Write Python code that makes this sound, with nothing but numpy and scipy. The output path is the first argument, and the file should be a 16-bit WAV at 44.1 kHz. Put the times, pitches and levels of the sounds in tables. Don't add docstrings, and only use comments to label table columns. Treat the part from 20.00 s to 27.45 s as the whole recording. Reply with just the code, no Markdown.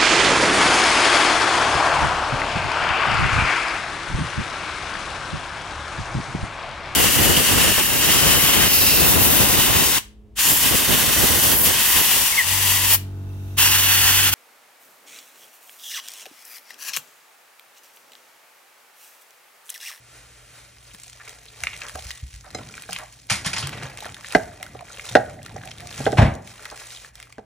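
import sys
import numpy as np
from scipy import signal
from scipy.fft import rfft, irfft
from scipy.io import wavfile

SR = 44100
rng = np.random.default_rng(int(sys.argv[2]) if len(sys.argv) > 2 else 0)


def waveform_to_disk(signal):
    frames = np.transpose(np.atleast_2d(signal))
    scaled = np.clip(frames, -1, 1) * 32767
    samples = np.round(scaled).astype(np.int16)
    wavfile.write(sys.argv[1], SR, samples)


N = 328533
TIME, FREQS = np.arange(N) / SR, np.fft.rfftfreq(N, 1 / SR)
RING_T = np.arange(SR // 2) / SR


def amp(db):
    return 10 ** (np.asarray(db) / 20)


def evened(x):
    return x / np.sqrt(np.mean(x ** 2) + 1e-20)


def read(points, hz):
    f, value = np.transpose(points)
    return np.interp(np.log(hz + 1), np.log(f + 1), value)


def shaped(x, gain):
    return evened(irfft(rfft(x) * gain, N))


def cut(x, hz, kind="low", order=2):
    return signal.sosfilt(signal.butter(order, min(hz, SR / 2 - 100), kind, fs=SR, output="sos"), x)


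def fade(t60):
    return amp(-60 * RING_T / max(t60, 1e-4))


def add(mix, s, sound):
    part = mix[max(round(s * SR), 0):][:len(sound)]
    part += sound[:len(part)]


def noise(spectrum):
    return shaped(rng.standard_normal(N), amp(read(spectrum, FREQS)))


def flutter(depth_db, low_hz, high_hz):
    wobble = shaped(rng.standard_normal(N), (FREQS > low_hz) & (FREQS < high_hz))
    return evened(amp(depth_db * wobble))


def excerpt(x):
    return x[rng.integers(N - len(RING_T)):][:len(RING_T)]


def grains(low_hz, high_hz, per_s, spread_db, cycles, count=16):
    out, t = np.zeros(N), RING_T[:SR // 40]
    for hz in np.geomspace(low_hz, high_hz, count):
        size = amp(spread_db * np.minimum(rng.exponential(1, N), 4)) * rng.choice([-1, 1], N)
        train = size * (rng.random(N) < per_s / count / SR)
        tick = hz * np.sin(2 * np.pi * hz * t) * np.exp(-hz * t / cycles)
        out += signal.oaconvolve(train, tick)[:N]
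    return evened(out)


def crowded(x, mush, count=14):
    dense = sum(np.roll(x, shift) for shift in rng.integers(N, size=count)) / np.sqrt(count)
    return np.sqrt(1 - mush) * x + np.sqrt(mush) * dense


def ring(notes):
    return sum((-1) ** k * amp(db) * np.sin(2 * np.pi * hz * RING_T) * fade(t60)
               for k, (hz, db, t60) in enumerate(notes))


def resonate(x, hz, width_hz):
    turn = np.exp(2j * np.pi * np.cumsum(hz * np.ones(len(x))) / SR)
    r = np.exp(-np.pi * width_hz / SR)
    return (turn * signal.lfilter([(1 - r) ** 2], [1, -2 * r, r * r], x / turn)).real


def swells(moves, release_s, rest_db, swell_db=18.5):
    power = amp(rest_db) ** 2 * np.ones(N)
    for s, build_s, db in moves:
        away = np.maximum((s - TIME) / build_s, (TIME - s) / release_s)
        near = away < 5
        power[near] += amp(db - swell_db * away[near]) ** 2
    return np.sqrt(power)


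# (frequency [Hz], level [dB])
ROOM_HUSH = [(20, -6), (55, 39.5), (150, -7), (270, 11), (700, -6), (1000, -6), (1900, -3), (3500, -11),
             (8000, -28), (15500, -14)]
def background(hush_db=-59, hum_db=-57.0, hum_hz=119):
    shared = noise(ROOM_HUSH)
    sides = cut(np.array([noise(ROOM_HUSH), noise(ROOM_HUSH)]), 305, "high")
    return amp(hush_db) * (shared + 1.37 * sides) + amp(hum_db) * np.sin(2 * np.pi * hum_hz * TIME)


# (time of full weight [s], build-up [s], strength [dB])
LEANS = [(1.7, 0.37, -48.5), (2.57, 0.082, -36), (2.98, 0.17, -64), (3.36, 0.044, -37), (3.48, 0.096, -34),
         (3.72, 0.36, -31.5), (4.07, 0.087, -41.5), (4.44, 0.11, -39.5), (4.74, 0.6, -43.5),
         (5.3, 0.25, -37.5), (5.6, 0.66, -39.5), (5.85, 0.41, -40.5), (6.17, 0.28, -28)]
def hand_weight():
    return swells(LEANS, release_s=0.3, rest_db=-59.5)


# (frequency [Hz], level [dB])
COUNTER_RUMBLE = [(20, -42), (40, -11), (62, -7.5), (85, -1), (125, 0), (200, -8.5), (350, -14.5),
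                  (900, -35)]
def rumble(weight):
    return amp(-4.0) * weight * noise(COUNTER_RUMBLE)


# (time of peak [s], build-up [s], strength [dB])
BRUSHES = [(0.17, 0.3, -53.5), (0.39, 0.96, -57.5), (0.58, 0.3, -52.5), (0.88, 0.13, -57.5)]
# (frequency [Hz], level [dB])
BRUSH_COLOUR = [(120, -40), (300, -3.5), (650, 1.5), (950, -4.5), (1400, 1.5), (2400, 1), (3500, -3.5),
                (8500, -3), (12500, -4.5), (15500, -9)]
def brushing():
    strokes = swells(BRUSHES, release_s=0.25, rest_db=-67.0)
    return amp(6.0) * strokes * noise(BRUSH_COLOUR) * np.interp(TIME, [.9, .935], [1, 0])


# (time of tightest grip [s], build-up [s], gurgle [dB], fizz [dB], mush [0-1])
SQUEEZES = [(1.06, 0.64, -57, -49, 0.18), (1.29, 0.23, -47, -49, 0.65), (1.63, 0.22, -46, -47.5, 0.3),
            (1.84, 0.5, -46.5, -47, 0.34), (2.09, 0.67, -49.5, -43.5, 0.5), (2.34, 0.22, -83, -51, 0.4),
            (2.61, 0.23, -45.5, -54, 0.44), (2.78, 0.23, -47, -46.5, 0.15), (2.925, 0.095, -51, -40, 0.04),
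            (3.0, 0.097, -51, -72, .4), (3.13, 0.068, -76, -53, 0.34), (3.85, 0.37, -36, -50.5, 0.77),
            (4.03, 0.14, -41, -45.5, 0.27), (4.325, 0.19, -42.5, -40.5, .3), (4.63, 0.66, -48.5, -59, 0.56),
            (4.94, 0.64, -47.5, -71, 0.35), (5.1, 0.29, -40.5, -41, 0.73), (5.3, 0.049, -46, -79.5, 0.4),
            (5.46, 0.032, -43, -78, 0), (5.65, 0.15, -49, -52, 0), (5.84, 0.95, -51, -59, 0.76),
            (6.0, 0.16, -36.5, -38, 0.55), (6.5, 0.14, -50, -48, .97), (6.64, 0.15, -43, -48.5, 0.64),
            (6.8, 0.083, -44, -44.5, 0.86), (6.93, 0.23, -50, -43.5, 0.9), (7.03, 0.055, -49.5, -48.5, 0.9),
            (7.208, 0.14, -49.5, -53, 0.1)]
# (middle time [s], half length [s], level change [dB])
PAUSES = [(3.235, 0.035, 0), (4.602, 0.015, -3), (4.815, 0.025, -6), (5.386, 0.024, -12), (5.815, 0.031, 4),
          (6.396, 0.039, -14), (7.12, .02, -16)]
def grip(release_s=0.18, cling_gurgle_db=-73, cling_fizz_db=-57.5):
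    idle_db = -25 * ((TIME < 1) | (TIME > 7.1))
    moving = amp(sum(db * np.exp(-((TIME - s) / half_s) ** 2) for s, half_s, db in PAUSES))
    s, build_s, gurgle_db, fizz_db, mush = np.transpose(SQUEEZES)
    gurgle = moving * swells(zip(s, build_s, gurgle_db), release_s, cling_gurgle_db + idle_db)
    fizz = moving * swells(zip(s, build_s, fizz_db), release_s, cling_fizz_db + idle_db)
    return gurgle, fizz, np.clip(np.interp(TIME, s, mush), 0, .99)


# (frequency [Hz], level [dB])
MEAT_COLOUR = [(100, -27), (280, -3), (480, 2), (720, 5), (930, 0), (1600, 2.5), (2300, 3), (3500, -7),
               (6500, -5), (9000, -5.5), (12500, -1), (15500, -0.5)]
def squelch(gurgle, fizz, mush, hiss_db=-9, split_hz=3800):
    colour, low_share = amp(read(MEAT_COLOUR, FREQS)), 1 / (1 + (FREQS / split_hz) ** 4)
    tears = grains(3160, 10000, per_s=600, spread_db=4.4, cycles=1.0)
    tears = shaped(tears, 1 / np.sqrt(FREQS + 500))
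    pockets = grains(443, 5200, per_s=450, spread_db=6.0, cycles=3.7) + 0.5 * tears
    pockets += amp(hiss_db) * rng.standard_normal(N)
    films = grains(3000, 12000, per_s=1400, spread_db=0.0, cycles=0.21) + 1.8 * tears
    films += amp(hiss_db) * rng.standard_normal(N)
    clumps = flutter(2.0, 15, 90)
    lows = shaped(crowded(pockets, mush), colour * np.sqrt(low_share))
    highs = shaped(crowded(films, mush), colour * np.sqrt(1 - low_share))
    return clumps * (amp(-2.0) * gurgle * lows + amp(3.0) * fizz * highs)


# (time [s], level [dB], pitch [Hz], fade time [s])
THUDS = [(0.938, -32, 180, 0.04), (1.616, -38.5, 66, 0.4), (1.931, -36.5, 72.4, 0.62),
         (2.047, -29, 64.3, 0.19), (2.223, -22.5, 65.5, 0.17), (2.332, -32, 54.7, 0.42),
         (2.554, -44, 147, 0.51), (2.89, -38.5, 174, 0.3), (3.309, -16, 126, 0.094),
         (3.313, -31.5, 198, 0.22), (3.46, -12, 165, 0.043), (3.631, -23, 135, 0.16),
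         (3.829, -26, 132, 0.18), (4.353, -32, 117, 0.18), (4.355, -10, 186, 0.063),
         (4.439, -34, 58.5, 0.2), (5.108, -25.5, 119, 0.25), (5.185, -28.5, 127, 0.17),
         (5.548, -17, 140, 0.034), (5.772, -38.5, 80.6, 0.18), (5.986, -30, 140.4, 1),
         (6.066, -23.5, 135, 0.18)]
def thuds(attack_s=0.0076, roughness=0.45):
    out, shake = np.zeros(N), noise(COUNTER_RUMBLE)
    for s, db, hz, t60 in THUDS:
        swing = np.sin(2 * np.pi * hz * RING_T) + roughness * cut(excerpt(shake), 1.77 * hz)
        add(out, s, amp(db) * swing * fade(t60) * (1 - np.exp(-(RING_T / attack_s) ** 2)))
    return out


# (time [s], level [dB], dulled above [Hz], wall level [dB],
# wall pitch [factor], pitch where the base rings most [Hz])
KNOCKS = [(0.944, -47, 1500, 6, 0.73, 260), (1.953, -23, 1320, -3, 0.82, 850),
          (2.547, -19.5, 900, 0.5, 0.83, 520), (2.587, -25.5, 800, -14, 0.8, 380),
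          (2.605, -28, 600, -14, 0.8, 330), (2.89, -21.5, 1800, -9, 0.88, 1020),
          (4.056, -20.5, 1500, -13, 1, 1150), (4.3495, 1.5, 2420, 1.5, 1.04, 503),
          (4.3526, -7.5, 2200, -1, 1.2, 417), (4.749, -25.5, 1200, -5, 0.59, 1000),
          (5.1525, 4, 3200, 1.5, 0.97, 547), (5.1675, -7.5, 1504, 4.5, 0.96, 760),
          (5.56, -21.5, 900, -9, 0.96, 746), (6.003, -13, 326, -16, 1, 324),
          (6.065, -1.5, 890, -3, 1.03, 670), (6.074, -6.5, 910, -17, 0.86, 600),
          (6.127, -8, 650, -3, 1, 556), (6.72, -27.5, 1410, -5, 0.94, 700), (7.382, -21, 500, 1.5, 1, 440),
          (7.391, -28.5, 403, -13, 0.57, 520)]
# (pitch [Hz], level [dB], fade time [s])
BOWL_NOTES = [(205, -10.5, 0.14), (270, -1, 0.042), (435.5, -6, 0.076), (485, -11, 0.12),
              (598.6, -8, 0.088), (660, -10.5, 0.12), (737, -3, 0.1), (807, -12.5, 0.14),
              (1064, -12, 0.0085), (1310, -29, 0.025), (1527, -4, 0.034), (1925, 1.5, 0.016),
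              (2760, -14, 0.0094)]
# (frequency [Hz], level [dB])
FOOT_CRACK = [(100, 4), (260, 7), (700, 16), (1050, 4.5), (1600, 11), (2200, -5), (2600, -3), (4300, 0.5),
              (7000, -8), (15000, -14)]
def knocks(wall_hz=1200, focus_db=5, contact_s=0.00033):
    out, grit = np.zeros(N), noise(FOOT_CRACK)
    wet = grains(1700, 6500, per_s=2100, spread_db=2.0, cycles=0.4)
    onset = 1 - np.exp(-RING_T / contact_s)
    for s, db, bright_hz, wall_db, wall_pitch, focus_hz in KNOCKS:
        base = ring([(hz, note_db - focus_db * np.log2(hz / focus_hz) ** 2, t60)
                     for hz, note_db, t60 in BOWL_NOTES if hz < wall_hz])
        wall = ring([(hz * wall_pitch, note_db + wall_db, t60)
                     for hz, note_db, t60 in BOWL_NOTES if hz >= wall_hz])
        crack = amp(-9) * excerpt(grit) * fade(0.051)
        smack = amp(-24) * excerpt(wet) * fade(0.027)
        knock = cut(amp(-6) * (base + wall) + crack, bright_hz, order=1)
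        add(out, s, amp(db) * (knock + smack) * onset)
    return out


def small_pockets(strength, count=70, over_db=9.5, spread_db=4.0, middle_hz=2100, octaves=0.64):
    at = ((np.arange(count) + rng.random(count)) / count * N).astype(int)
    size, pitch, snap = np.clip(rng.standard_normal((count, 3)), -2, 2).T
    db = 20 * np.log10(strength[at]) + over_db + spread_db * size
    return list(zip(at / SR, db, middle_hz * 2 ** (octaves * pitch), -17 + spread_db * snap))


# (time [s], level [dB], pitch of the hollow [Hz], snap of the film [dB])
BIG_POCKETS = [(0.9465, -32.5, 1660, 3.5), (1.034, -29, 7400, -4), (1.097, -31, 6860, -1),
               (1.130, -37, 5470, 4), (1.198, -34, 1670, -25), (1.276, -28, 2250, -20),
               (1.293, -39, 3000, 15.5), (1.6355, -10.5, 2200, -1.5), (1.646, -24, 1900, -18),
               (1.669, -8, 2180, -24), (1.68, -26, 1900, -22), (1.7315, -24, 2640, -18),
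               (1.7635, -29, 5700, -2), (1.8166, -15, 2610, -31), (1.884, -28, 3300, 1),
               (1.8945, -21, 1800, -6), (1.955, -23, 1140, 1), (2.1056, -20, 1950, -0.5),
               (2.112, -23, 4130, -1), (2.504, -36.5, 4230, 5.5), (2.688, -33, 6500, -9),
               (2.7392, -25.5, 2370, -19), (2.778, -21.5, 1580, -15), (2.821, -33.5, 6200, 9),
               (2.8354, -28.5, 2330, -16), (2.907, -22, 5300, -6), (2.922, -17.5, 2900, -14),
               (2.9295, -22, 6600, 8), (2.9612, -14.5, 2580, -26), (2.9858, -30.5, 1620, 8.5),
               (3.1243, -34.5, 6850, -14), (3.671, -20, 1200, 5.5), (3.692, -21.5, 2020, -2),
               (3.767, -28, 2050, -10), (3.8325, -20.5, 2340, -2.5), (3.865, -33, 6100, -10),
               (3.899, -34.5, 1700, 4), (3.9729, -23.5, 2660, -4), (4.0043, -27, 3960, 1.5),
               (4.044, -25.5, 1750, -22), (4.0548, -20.5, 1680, -4), (4.068, -33, 3300, -10),
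               (4.091, -27, 2250, -22.5), (4.122, -33, 6900, -4), (4.1435, -24, 3660, -4),
               (4.166, -26, 1770, -9), (4.208, -30, 1240, -16), (4.2445, -18, 1830, -16),
               (4.26, -25.5, 3230, -7), (4.2795, -32, 3800, -14), (4.3053, -33, 2250, -8),
               (4.313, -22, 2470, -18), (4.3228, -23, 2650, 6), (4.6275, -16.5, 2090, -2.5),
               (4.6636, -25.5, 1530, -6), (4.791, -28, 2400, -20), (4.8078, -23, 1020, -8),
               (4.885, -33, 2100, -13), (4.894, -34, 6400, -7), (4.921, -30, 6400, -11),
               (4.93, -29, 6700, -15), (4.943, -30, 3180, -18), (4.9714, -24.5, 2730, -24),
               (4.995, -22.5, 2200, -18), (5.063, -27, 4050, -8), (5.07, -30, 6900, -4),
               (5.078, -28, 5400, -7), (5.089, -21, 3700, -13), (5.122, -26, 6000, -6),
               (5.389, -34, 2060, -26), (5.4294, -34.5, 3230, 3), (5.4613, -24.5, 1410, -1),
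               (5.563, -29.5, 5560, -9), (5.6343, -24, 1630, -12), (5.674, -27.5, 2640, -1),
               (5.7128, -19.5, 3200, -12), (5.782, -28, 3620, -4.5), (5.804, -31, 1780, 2.5),
               (5.8705, -25.5, 5830, 0), (5.891, -27, 2680, -18), (5.906, -29, 4400, -4),
               (5.926, -30, 3520, 1), (6.055, -16, 3300, -18), (6.119, -24, 3800, -1),
               (6.339, -35.5, 6060, -1), (6.351, -29.5, 6950, -3.5), (6.423, -49, 7000, 5),
               (6.4735, -27, 2300, -3), (6.578, -32, 3000, -14), (6.593, -29, 1400, -13),
               (6.6235, -35, 1800, 3), (6.6533, -24, 1350, 1.5), (6.661, -30, 1250, -14),
               (6.691, -31, 1720, -12), (6.7, -27.5, 5000, -4), (6.711, -32, 6500, -1),
               (6.743, -28.5, 1400, -30), (6.758, -33, 7800, -10), (6.775, -28, 1880, 0),
               (6.817, -28, 1340, -12), (6.904, -26, 3750, -8), (6.947, -29, 3460, -22),
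               (6.9618, -28, 3730, -16), (6.971, -28, 3250, -13), (7.0462, -25, 1700, -13),
               (7.154, -38, 2100, 9), (7.2002, -31, 2130, 1), (7.226, -27, 2340, -1.5),
               (7.3244, -32, 2270, 3)]
def pops(small_rows, hollow_t60=0.015, snap_t60=0.0069, spit_t60=0.035, delay_s=0.000974):
    out, droplets = np.zeros(N), grains(1000, 5300, per_s=5000, spread_db=4.0, cycles=0.8)
    click = amp(5) * cut(fade(.0006), 3000, "high")
    for s, db, hz, snap_db in BIG_POCKETS + small_rows:
        air, film = rng.standard_normal((2, len(RING_T)))
        ragged = evened(resonate(air, hz, width_hz=hz))
        hollow = amp(-6) * np.sin(2 * np.pi * hz * RING_T) + amp(-9) * ragged
        snap = amp(snap_db) * (click + amp(-1) * cut(film * fade(snap_t60), 2000, "high"))
        spit = amp(-23) * excerpt(droplets) * fade(spit_t60)
        add(out, s + delay_s, amp(db) * (hollow * fade(hollow_t60) + snap + spit))
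    return cut(out, 820, "high")


# (time [s], level [dB], length [s], first pitch [Hz], last pitch [Hz])
SLURPS = [(1.2, -45.5, 0.029, 1600, 1930), (1.265, -54, 0.022, 2200, 1460), (1.478, -49, 0.017, 4040, 3850),
          (1.73, -39.5, 0.022, 2770, 2430), (1.809, -42, 0.085, 2100, 1420),
          (2.436, -50.5, 0.069, 1410, 1050), (2.921, -43, 0.084, 2880, 2700),
          (2.979, -42.5, 0.068, 1830, 945), (4.182, -53, 0.037, 1500, 1100), (6.654, -37, 0.01, 2670, 1540),
          (6.713, -45, 0.035, 1105, 810)]
def slurps(width_hz=1200, weakening=1.4):
    out, bubbling = np.zeros(N), grains(630, 5000, per_s=6600, spread_db=5.5, cycles=0.35)
    for s, db, length, start_hz, end_hz in SLURPS:
        size = int(length * SR)
        progress = np.linspace(0, 1, size)
        gap = resonate(excerpt(bubbling)[:size], start_hz * (end_hz / start_hz) ** progress, width_hz)
        outline = signal.windows.tukey(size, .3) * np.exp(-weakening * progress)
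        add(out, s, amp(db) * evened(gap * outline))
    return out


# (time [s], level [dB], length [s])
DRAGS = [(1.955, -44, 0.046), (2.445, -52, 0.047), (2.985, -46, 0.073), (4.586, -48, 0.083),
         (4.782, -44, 0.058), (5.364, -47, 0.05), (5.63, -47, 0.081)]
def drags(weight, upper_hz=730, lower_hz=620, width_hz=110):
    upper, lower = rng.standard_normal((2, N))
    hum = evened(resonate(upper, upper_hz, width_hz) + amp(-4) * resonate(lower, lower_hz, width_hz))
    out = amp(-22) * weight * hum
    for s, db, length in DRAGS:
        size = int(length * SR)
        add(out, s, amp(db) * evened(excerpt(hum)[:size] * signal.windows.tukey(size, .5)))
    return out


# (time [s], level [dB])
CLINKS = [(2.548, -29.5), (2.585, -43)]
# (pitch [Hz], level [dB], fade time [s])
RIM_NOTES = [(2110, -3, 0.075), (3080, -22, 0.22), (4015, -0.5, 0.065), (5140, -3, 0.078),
             (6200, -7, 0.045), (6800, -7, 0.056), (7400, 1, 0.025)]
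def clinks():
    out = np.zeros(N)
    for s, db in CLINKS:
        tap = amp(2) * cut(rng.standard_normal(len(RING_T)), 8000) * fade(0.038)
        add(out, s, amp(db) * (ring(RIM_NOTES) + tap))
    return out


# (time [s], level [dB], fade time [s], dulled above [Hz], first chatter pitch [Hz])
SKIDS = [(3.289, -38.5, 0.11, 6040, 2500), (3.298, -16.5, 0.28, 12600, 2410),
         (3.446, -23, 0.15, 7400, 2880), (3.459, -21.5, 0.2, 16000, 2100), (3.531, -22, 0.14, 8500, 2400),
         (3.563, -18.5, 0.089, 6300, 2160), (3.579, -24.5, 0.21, 15000, 4860),
         (3.623, -27.5, 0.36, 4070, 2920), (3.728, -28.5, 0.12, 3240, 2620), (3.825, -34, 0.1, 3600, 2440)]
# (pitch [Hz], width [Hz], level [dB])
SKID_BANDS = [(660, 250, -2), (980, 210, -6), (1470, 480, -1.5), (2200, 920, -13), (3180, 630, -1),
              (4830, 1100, 1), (5840, 130, 4), (6850, 220, 4), (8570, 840, -0.5), (10860, 1300, -2),
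              (15000, 1500, -25)]
def skids(attack_s=0.0012, chatter_width_hz=900):
    colour = np.sqrt(sum(amp(db) ** 2 / (1 + (2 * (FREQS - hz) / width) ** 2)
                         for hz, width, db in SKID_BANDS))
    slips = grains(690, 16400, per_s=2700, spread_db=2.5, cycles=0.66)
    rasp = cut(shaped(rng.standard_normal(N) + amp(-1) * slips, colour), 560, "high")
    out, judder = np.zeros(N), flutter(-0.5, 40, 250)
    for s, db, t60, bright_hz, chatter_hz in SKIDS:
        sinking_hz = chatter_hz * np.exp(-RING_T)
        chatter = amp(-6) * evened(resonate(excerpt(slips), sinking_hz, chatter_width_hz))
        outline = fade(t60) * (1 - np.exp(-RING_T / attack_s))
        skid = (excerpt(rasp) + chatter) * excerpt(judder) * outline
        add(out, s, amp(db) * cut(skid, bright_hz))
    return out


# (time [s], level [dB], length [s], pitch [Hz])
SQUEAKS = [(5.814, -41, 0.11, 711)]
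def squeaks(weakening=1.7):
    out = np.zeros(N)
    for s, db, length, hz in SQUEAKS:
        t = RING_T[RING_T < length]
        outline = signal.windows.tukey(len(t), .25) * np.exp(-weakening * (t / length) ** 2)
        add(out, s, amp(db) * np.sin(2 * np.pi * hz * t) * outline)
    return out


# (time [s], level [dB], fade time [s], lowest pitch shaken [Hz])
PHONE_TOUCHES = [(6.171, -7, 0.083, 900), (6.179, -6, 0.23, 30), (6.216, -9.5, 0.2, 30),
                 (6.243, -19, 0.34, 30)]
# (frequency [Hz], level [dB])
CASE_COLOUR = [(25, -24), (55, -6), (110, -4.5), (160, -5), (260, -11.5), (420, -20), (680, -15),
               (1200, -26), (2000, -23), (3500, -34.5), (7000, -44), (15000, -54)]
# (pitch [Hz], level [dB], fade time [s])
PHONE_SWINGS = [(55, -4.5, 0.96), (107, 3, 0.25), (141.8, -4.5, 1.0)]
def phone_bump(swing_attack_s=0.0019, rub_attack_s=0.0026, bright_hz=3000, bright_t60=0.26):
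    out, rub = np.zeros(N), noise(CASE_COLOUR)
    sway = 0.96 * ring(PHONE_SWINGS) * (1 - np.exp(-RING_T / swing_attack_s))
    for s, db, t60, lowest_hz in PHONE_TOUCHES:
        rubbing = excerpt(rub) * (1 - np.exp(-RING_T / rub_attack_s))
        dull = cut(rubbing, bright_hz, order=1)
        touch = dull + (rubbing - dull) * fade(bright_t60) + sway
        add(out, s, amp(db) * cut(touch, lowest_hz, "high", order=1) * fade(t60))
    return cut(out, 46, "high", order=5)


# (frequency [Hz], fade time [s])
ROOM_FADE = [(120, 0.34), (600, 0.48), (1800, 0.42), (6000, 0.13), (14000, 0.3)]
def kitchen(x, near_db, tail_db, near_t60=0.042):
    shape = (2, 2, len(RING_T))
    near, far = rng.choice([-1., 1.], shape) * (rng.random(shape) < .15)
    near = near * fade(near_t60) * (RING_T > .0006)
    near = cut(near / np.linalg.norm(near[0]), 1500, "high")
    hz, t, bands = signal.stft(far * (RING_T > .006), SR, nperseg=256)
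    bands *= amp(-60 * t / read(ROOM_FADE, hz)[:, None])
    tail = signal.istft(bands, SR, nperseg=256)[1][:, :len(RING_T)]
    tail = tail + 0.83 * tail[::-1]
    echo = amp(near_db) * near + amp(tail_db) * tail / np.linalg.norm(tail[0])
    return x + signal.fftconvolve(x[None], echo, axes=1)[:, :N]


def scene():
    gurgle, fizz, mush = grip()
    weight, brush = hand_weight(), brushing()
    bursts = pops(small_pockets(np.hypot(gurgle, fizz) * np.sqrt(1 - mush)))
    kneading = brush + squelch(gurgle, fizz, mush) + bursts + slurps() + skids()
    kneading = kitchen(kneading, near_db=-12, tail_db=-11.5)
    bowl = kitchen(knocks() + clinks() + drags(weight) + squeaks(), near_db=-13.0, tail_db=-18.0)
    phone = kitchen(phone_bump(), near_db=-9.5, tail_db=-11.5)
    return kneading + bowl + phone + thuds() + background() + rumble(weight)


# (frequency [Hz], left-right difference [factor])
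STEREO_WIDTH = [(40, 0.18), (200, 1.5), (450, 2.9), (800, 10.6), (1500, 0.64), (4000, 1.75), (10000, 1.7),
                (12500, 0.61)]
# (frequency [Hz], left-right phase difference [radians])
STEREO_PHASE = [(0, 0), (250, -.25), (700, -.8), (1100, -.1), (1800, 0), (2600, 1.1), (3600, .2),
                (4200, .6), (4700, 2.1), (5000, 4.2), (5250, 6.2), (6500, 7.2), (9000, 8.2), (11300, 8.7),
                (12500, 9.42), (16000, 9.42)]
def record(dry, top_hz=16000):
    middle = dry.mean(0)
    pair = rfft(middle) + rfft(dry - middle) * read(STEREO_WIDTH, FREQS)
    phase = np.interp(FREQS, *np.transpose(STEREO_PHASE))
    stereo = irfft(pair * np.exp(.5j * phase * np.array([[1], [-1]])), N)
    stereo = cut(stereo, 26, "high", order=3)
    treble_limit = signal.firwin(511, top_hz, window=("kaiser", 9), fs=SR)
    return signal.oaconvolve(np.clip(stereo, -1, 1), treble_limit[None], "same")


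dry = scene()
out = record(dry)
waveform_to_disk(out)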